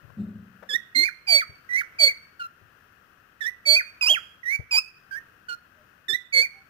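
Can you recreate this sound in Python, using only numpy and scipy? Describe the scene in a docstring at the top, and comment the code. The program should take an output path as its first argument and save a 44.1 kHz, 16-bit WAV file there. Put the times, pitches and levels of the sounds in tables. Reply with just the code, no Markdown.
"""Indoors, in a wire cage, a cockatiel sings fifteen short whistled chirps close to a hand-held phone.
Each chirp is one gliding tone with overtones, and the second harmonic often takes over.
The nest pot and the room throw the song back as random, fading echoes.
Noise bursts make the soft handling; ringing tones make a knock on the cage; two faint tones come from afar.
Filtered noise makes rumble and hiss, and the phone's crude rate conversion adds a glassy edge."""
import sys
import numpy as np
from scipy import signal
from scipy.fft import rfft, irfft
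from scipy.io import wavfile
from scipy.ndimage import uniform_filter1d

SR = 44100
rng = np.random.default_rng(int(sys.argv[2]) if len(sys.argv) > 2 else 0)


def log_audio(samples):
    """Write samples as a 16-bit WAV file to the path given in sys.argv[1]."""
    # one column per channel
    frames = np.atleast_2d(samples).T
    # limit to full scale, then quantise
    limited = np.clip(frames, -1, 1)
    pcm = np.round(limited * 32767).astype(np.int16)
    wavfile.write(sys.argv[1], SR, pcm)


N = 295029
TIME = np.arange(N) / SR

# Steady background noise, as density per Hz: pitch_hz, left_db, right_db
BACKGROUND_LEVELS = [(25, -99, -101), (92, -87, -91), (341, -95.5, -95.5), (756, -96.5, -102),
                     (863, -101, -103), (1331.7, -84.5, -99), (1648, -83.5, -108), (2434, -105, -111),
                     (2362.3, -91.5, -111), (3370, -102.5, -113), (3380.6, -108, -113), (5860, -111, -115),
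                     (7824, -123, -123), (13500, -123, -126), (14956, -105, -117)]
# Soft thuds of the hand on the phone: start_s, level_db, fade_by_60_db_s, left_minus_right_db
THUDS = [(.03, -47.5, 1, 30.5), (.18, -45, 1, 8.5), (1.495, -43.5, 0.125, 16.5), (2.612, -50.5, .2, 20),
         (3.69, -46.5, 0.1, 31), (4.595, -33.5, 0.117, 38)]
# Light taps: start_s, level_db, fade_by_60_db_s, left_minus_right_db
TAPS = [(.1, -48, 0.059, 24.5), (.626, -39.5, 0.114, 18)]
# Broad resonances heard in a tap: pitch_hz, width_hz, level_db
TAP_RESONANCES = [(549, 194, 4.5), (870, 780, 4), (1536, 700, -1)]
# Knocks on the cage: start_s, level_db
CAGE_KNOCKS = [(0.169, -28)]
# Ringing tones of the cage bars: pitch_hz, level_db, fade_by_60_db_s
BAR_TONES = [(108.6, -13, 0.94), (182.5, -5.5, 0.98), (208.4, 1.5, 0.78), (224, -10, 0.97), (266, -17.5, 1),
             (335, -24, 0.72), (393, -23, 0.96)]
# Chirps: a held note, a flick up to a crest, and a tail that drops towards the resting pitch:
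# start_s, hold_s, rise_s, tail_s, drop_s, hold_start_hz, hold_end_hz, crest_hz, swell_s, hold_db, crest_db,
# catch_db (level change just before the flick), bloom_s (when overtones peak, after the start),
# second_harmonic_db, third_harmonic_db, fundamental_left_minus_right_db, overtones_left_minus_right_db
CHIRPS = [(0.688, 0.03543, 0.0409, 0.00565, .040, 1728, 1681, 1903, 0.0013, -34, -19, -2.5, 0.051, -25.5, -37.5, -16, -9),
          (0.946, 0.09235, 0.0215, 0.0385, .028, 2060, 2138, 2393, 0.00424, -22.5, -22, 6.5, 0.0325, -17.5, -44, -10.5, -13),
          (1.267, 0.1126, 0.01347, 0.0483, .024, 2364, 2217, 2354, 0.01225, -22.5, -21.5, 3.5, 0.077, -14, -41.5, -4, -14),
          (1.689, 0.0671, 0.0355, 0.03282, .022, 1908, 2023, 2262, .038, -18, -20.5, 4.5, 0.15, -44, -47.5, -10, -5.5),
          (1.984, 0.0938, 0.01194, 0.0314, .037, 2284, 2206, 2297, 0.00813, -23.5, -21, 6, 0.067, -14, -37.5, 1, -11.5),
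          (2.393, 0.04425, 0.0303, .007, .040, 1450, 1371, 1366, 0.0018, -33, -39, -3, 0.011, -43, -53.5, 1.5, -13.5),
          (3.405, 0.03854, 0.0445, 0.01324, .028, 1827, 1712, 1971, .003, -28, -24, -4.5, 0.0453, -38.5, -48.5, -15.5, -11.5),
          (3.652, 0.10124, 0.01835, 0.0486, .036, 2232, 2261, 2480, 0.0074, -24, -16, 5.5, 0.0747, -15.5, -40, -4, -12),
          (4.009, .047, .060, 0.0757, .045, 2503, 2406, 3284, 0.0015, -21.5, -13.5, -7.5, 0.047, -19.5, -41, -8.5, -9.5),
          (4.43, 0.02, 0.101, 0.0155, .040, 1926, 1860, 2299, 0.0325, -20, -22, -10, 0.204, -48, -53, -12, -11),
          (4.708, .045, 0.038, 0.00634, .040, 2466, 2374, 2578, 0.00274, -24.5, -19, 1.5, 0.0799, -18, -36.5, -4, -10),
          (5.108, 0.04076, 0.0306, .014, .028, 1536, 1606, 1833, .003, -33, -32.5, 0, .030, -61, -56, -18, -8.5),
          (5.482, 0.0374, 0.0277, .007, .040, 1466, 1424, 1416, .003, -32, -40, -3, .012, -41, -41, -6, -13.5),
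          (6.081, 0.03934, 0.03434, 0.01067, .030, 1760, 1753, 1978, .002, -29, -20.5, -7.5, 0.0335, -20, -36, -16, -15.5),
          (6.323, 0.0886, 0.0198, 0.0347, .040, 2217, 2195, 2364, 0.00937, -17.5, -20, -3, 0.0833, -18, -41, -6, -10)]
# Rise and fall of the second and third harmonics: onset_db, from_crest_db, share_of_bloom_time (no unit)
OVERTONE_ARCHES = [(-10.5, -23.5, 1), (-7.5, -12, .7)]
# Thin rasp that rides on every note: pitch_hz, width_hz, level_db
RASP_BANDS = [(6140, 700, -5), (10400, 1500, -2), (14237, 4000, 7.5)]
# Faint far-off tones: middle_s, half_length_s, pitch_hz, level_db
FAR_TONES = [(5.804, 0.0368, 612, -61), (6.581, 0.0366, 782, -59)]

TOP_HZ = 15500  # upper limit of the harmonics, the room's treble and the final sound
ATTACK_S, RELEASE_S = .003, .006
BAR_RATTLE = .28  # unevenness of the bars' phase (radians) and of their strength (as a share)
ONSET_SHARP, SETTLE_S = 0.08199, .006  # a note starts sharp by this share, then settles
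REST_HZ, DROP_POWER = 1272, 3.2  # where the slack syrinx ends up, and how abruptly it lets go
SOFT_ONSET_DB, TAIL_DB_PER_S, CATCH_S = -20.5, -290, .007
OVERTONE_ONSET_DB, OVERTONE_TAIL_DB_PER_S = -15.5, -350  # overtones speak later and die sooner
FLUTTER_DB, TREMBLE = 1.4, .0055  # random wavering of level, and of pitch as a share
FRAYED_FLUTTER = 0.13  # extra flutter, in dB for each dB that a harmonic lies under the leading one
PUSH_S = 0.035  # how fast the extra push of the flick dies away after the crest
PORT_LAG_S = .000262
NEAR_T60_S, NEAR_DB = .11, -13
ROOM_T60_S, ROOM_TREBLE_T60_S, ROOM_DB = 0.4943, 0.25, -21
CAPTURE_RATE, BLOCK = 48000, 1024  # samples per second, and samples per conversion block


def undb(db):
    """Turn decibels into gain."""
    return 10 ** (np.asarray(db) / 20)


def unit(x):
    """Scale to an average strength (rms) of 1."""
    return x / np.sqrt(np.mean(x ** 2))


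def ports(pan_db):
    """Gains for the left and right microphone ports, with a mean power of 1."""
    return unit(undb(np.array([[pan_db], [-pan_db]]) / 2))


def band(x, lo_hz, hi_hz, order=2):
    """Keep the sound between two pitches."""
    hi_hz = min(hi_hz, SR / 2 - 1)
    return signal.sosfilt(signal.butter(order, [lo_hz, hi_hz], "band", fs=SR, output="sos"), x)


def wobble(size, rate):
    """Random motion: straight lines join random values, with `rate` values per second."""
    place = np.arange(size) * rate / SR
    return np.interp(place, np.arange(size), rng.standard_normal(size))


def fade(t, t60):
    """Silent before t = 0, then fading by 60 dB every t60 seconds."""
    return (t >= 0) * np.exp(-np.log(1000) * np.abs(t) / t60)


def ease(u):
    """Smooth step from 0 to 1."""
    return np.sin(np.clip(u, 0, 1) * np.pi / 2) ** 2


def bump(t, width_s):
    """Bell curve around t = 0."""
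    return np.exp(-(t / width_s) ** 2)


def resonant_noise(size, peaks):
    """Noise passed through a few broad resonances, with an rms of 1."""
    total = 0
    for hz, width, db in peaks:
        hiss = rng.standard_normal(size)
        total = total + undb(db) * unit(band(hiss, hz - width / 2, hz + width / 2))
    return unit(total)


def background(shared_hz=350, waver_db=2.5):
    """Low room rumble common to both ports, and each port's own hiss, from noise shaped by pitch."""
    f = np.maximum(np.arange(N // 2 + 1) * SR / N, 1)
    hz, *sides = np.transpose(BACKGROUND_LEVELS)
    common, *own = rfft(rng.standard_normal((3, N)))
    # the lower the pitch, the more of the noise both ports share
    share = 1 / (1 + (f / shared_hz) ** 2)
    noise = np.sqrt(share) * common + np.sqrt(1 - share) * np.array(own)
    colour = undb([np.interp(np.log(f), np.log(hz), db) for db in sides])
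    return irfft(noise * colour, N) * np.sqrt(SR / 2) * undb(waver_db * wobble(N, 2.892))


def bursts(table, colour):
    """Short bursts of one coloured noise, each with a softened start and a fading end."""
    total = 0
    for start_s, db, t60, pan_db in table:
        envelope = uniform_filter1d(fade(TIME - start_s, t60), size=330)
        total = total + undb(db) * ports(pan_db) * envelope * unit(colour)
    return total


def handling(creak_db=-12):
    """Dull thuds through the phone's case are low noise with a fainter creak; hollow taps are resonant noise."""
    low = unit(band(rng.standard_normal(N), 75, 150, order=3))
    creak = unit(band(rng.standard_normal(N), 340, 620))
    thud = low + undb(creak_db) * creak
    return bursts(THUDS, thud) + bursts(TAPS, resonant_noise(N, TAP_RESONANCES))


def cage_knock(pan_db=2, rise_s=0.025):
    """A soft knock sets the bars humming as fading tones; their loose joints make the ring uneven."""
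    out = 0
    for start_s, db in CAGE_KNOCKS:
        t = TIME - start_s
        for hz, tone_db, t60 in BAR_TONES:
            ring = np.sin(2 * np.pi * hz * t + BAR_RATTLE * wobble(N, 60))
            ring = ring * (1 + BAR_RATTLE * wobble(N, 45))
            out = out + undb(db + tone_db) * fade(t, t60) * np.clip(t / rise_s, 0, 1) * ring
    return out * ports(pan_db)


def arch(t, bloom_s, crest_s, onset_db, closed_db, share):
    """Overtone level below its peak: the throat opens until it blooms, then closes towards the crest."""
    peak_s = max(share * bloom_s, ATTACK_S)
    opening = np.clip(1 - t / peak_s, 0, 1)
    closing = np.clip((t - peak_s) / max(crest_s - peak_s, RELEASE_S), 0, 1)
    return onset_db * opening ** 2 + closed_db * closing ** 2


def gesture(t, row):
    """Pitch and three harmonic levels as the syrinx settles, holds, catches, flicks up and lets go."""
    _, hold_s, rise_s, _, drop_s, start_hz, end_hz, crest_hz = row[:8]
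    swell_s, hold_db, crest_db, catch_db, bloom_s, *overtones_db = row[8:-2]
    crest_s = hold_s + rise_s
    unsettled = np.exp(-t / SETTLE_S)
    flick = ease((t - hold_s) / rise_s)
    after = np.maximum(t - crest_s, 0)  # seconds since the crest
    # the pitch holds, rises to the crest, then drops towards rest
    held = np.interp(t, [0, hold_s], [start_hz, end_hz]) * (1 + ONSET_SHARP * unsettled)
    risen = held + (crest_hz - held) * flick
    hz = REST_HZ + (risen - REST_HZ) * np.exp(-(after / drop_s) ** DROP_POWER)
    # all levels swell, shift briefly around the start of the flick, and fade in the tail
    swell_db = SOFT_ONSET_DB * np.exp(-t / swell_s)
    effort_db = swell_db + catch_db * bump(t - hold_s, CATCH_S) + TAIL_DB_PER_S * after
    dull_db = OVERTONE_ONSET_DB * unsettled + OVERTONE_TAIL_DB_PER_S * after
    overtones = [db + dull_db + arch(t, bloom_s, crest_s, *shape)
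                 for db, shape in zip(overtones_db, OVERTONE_ARCHES)]
    fundamental_db = hold_db + (crest_db - hold_db) * flick
    return hz, effort_db + np.array([fundamental_db, *overtones])


def chirp(row, upper_db=-14, slope_db=-4, fray=0.13, strain_fray=0.42, rasp_db=-39, rasp_growth=0.821,
          strain_db=4, push_db=7.5, fast_glide=8.3):
    """One note: the syrinx glides with a slight tremble, and the throat favours one harmonic or another."""
    start_s, hold_s, rise_s, tail_s = row[:4]
    start, beam = int(start_s * SR), row[-2:]
    t = TIME[:int((hold_s + rise_s + tail_s) * SR)]
    hz, (first_db, second_db, third_db) = gesture(t, row)
    # fast glides (relative change of pitch per second) strain the syrinx and roughen the tone
    glide = uniform_filter1d(np.abs(np.gradient(np.log(hz))) * SR, size=1100)
    strain = np.tanh(glide / fast_glide) ** 2
    hz = hz * (1 + TREMBLE * wobble(len(t), 500))
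    # the right port is nearer to the beak, so the left one hears it later
    phase = 2 * np.pi * (np.cumsum(hz) / SR - hz * np.array([[PORT_LAG_S], [0]]))
    # three more harmonics follow the third, each weaker than the one before
    levels = [first_db, second_db, third_db] + [third_db + upper_db + k * slope_db for k in range(3)]
    # harmonics well below the stronger of the first two fray into noise
    lead_db = np.maximum(first_db, second_db)
    note = 0
    for k, db in enumerate(levels, 1):
        under_db = np.clip(lead_db - db, 0, 30)
        flutter_db = (FLUTTER_DB + FRAYED_FLUTTER * under_db) * wobble(len(t), 250)
        gain = undb(db + flutter_db) * (k * hz < TOP_HZ)
        scatter = (fray + strain_fray * strain) * under_db / 10
        tone = np.sin(k * phase + scatter * wobble(len(t), 1200))
        note = note + np.sqrt(2) * gain * tone * ports(beam[min(k - 1, 1)])
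    # the rasp grows more slowly than the tone, so soft notes sound huskier; it flares with the flick's push
    rasp = np.array([resonant_noise(len(t), RASP_BANDS) for port in range(2)])
    push = ease((t - hold_s) / rise_s) * bump(np.maximum(t - hold_s - rise_s, 0), PUSH_S)
    rasp_level_db = rasp_db + rasp_growth * first_db + strain_db * strain + push_db * push
    note = note + undb(rasp_level_db) * rasp
    gate = np.clip((t - t[0]) / ATTACK_S, 0, 1) * np.clip((t[-1] - t) / RELEASE_S, 0, 1)
    return start, note * ease(gate)


def cockatiel():
    """The bird's song: every chirp's gliding harmonics and rasp, placed at its start time."""
    out = np.zeros((2, N))
    for row in CHIRPS:
        start, note = chirp(row)
        out[:, start:start + note.shape[1]] += note
    return out


def room(x, split_hz=3400, gap_s=0.0038):
    """Quick reflections from pot and walls, then a faint tail whose treble dies sooner, as fading noise."""
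    t = TIME[:SR] - gap_s
    near, low, high = rng.standard_normal((3, 2, SR))
    near = near * fade(t, NEAR_T60_S)
    low_tail = band(low, 100, split_hz) * fade(t, ROOM_T60_S)
    treble_tail = band(high, split_hz, TOP_HZ) * fade(t, ROOM_TREBLE_T60_S)
    tail = low_tail + treble_tail
    response = (undb(NEAR_DB) * unit(near) + undb(ROOM_DB) * unit(tail)) / np.sqrt(SR)
    return signal.fftconvolve(x, response, axes=1)[:, :N]


def far_tones(waver=0.88, pan_db=4):
    """Two soft tones from far away swell and fade; random shifts of phase make them waver."""
    tones = 0
    for middle_s, half_s, hz, db in FAR_TONES:
        tone = np.sin(2 * np.pi * hz * TIME + waver * wobble(N, 50))
        tones = tones + undb(db) * bump(TIME - middle_s, half_s) * tone
    return tones * ports(pan_db)


def scene():
    """The bird and its echo, with the small noises around the phone."""
    bird = cockatiel()
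    return background() + handling() + cage_knock() + bird + room(bird) + far_tones()


def record(dry, jitter=0.0074):
    """Converting the rate by picking the nearest sample gives tones sidebands and a fine grit."""
    captured = signal.resample_poly(dry, CAPTURE_RATE, SR, axis=1)
    place = np.arange(N) * CAPTURE_RATE / SR
    block = (place // BLOCK).astype(int)
    # each block slips by a random part of a sample, and each pick jitters a little more
    slip = .15 * rng.uniform(-1, 1, block[-1] + 1)
    place = place + slip[block] + jitter * rng.standard_normal(N)
    nearest = np.clip(np.round(place).astype(int), 0, captured.shape[1] - 1)
    picked = captured[:, nearest]
    # a steep filter takes away the highest treble
    return signal.sosfilt(signal.ellip(10, .2, 70, TOP_HZ, fs=SR, output="sos"), picked)


dry = scene()
out = record(dry)
log_audio(out)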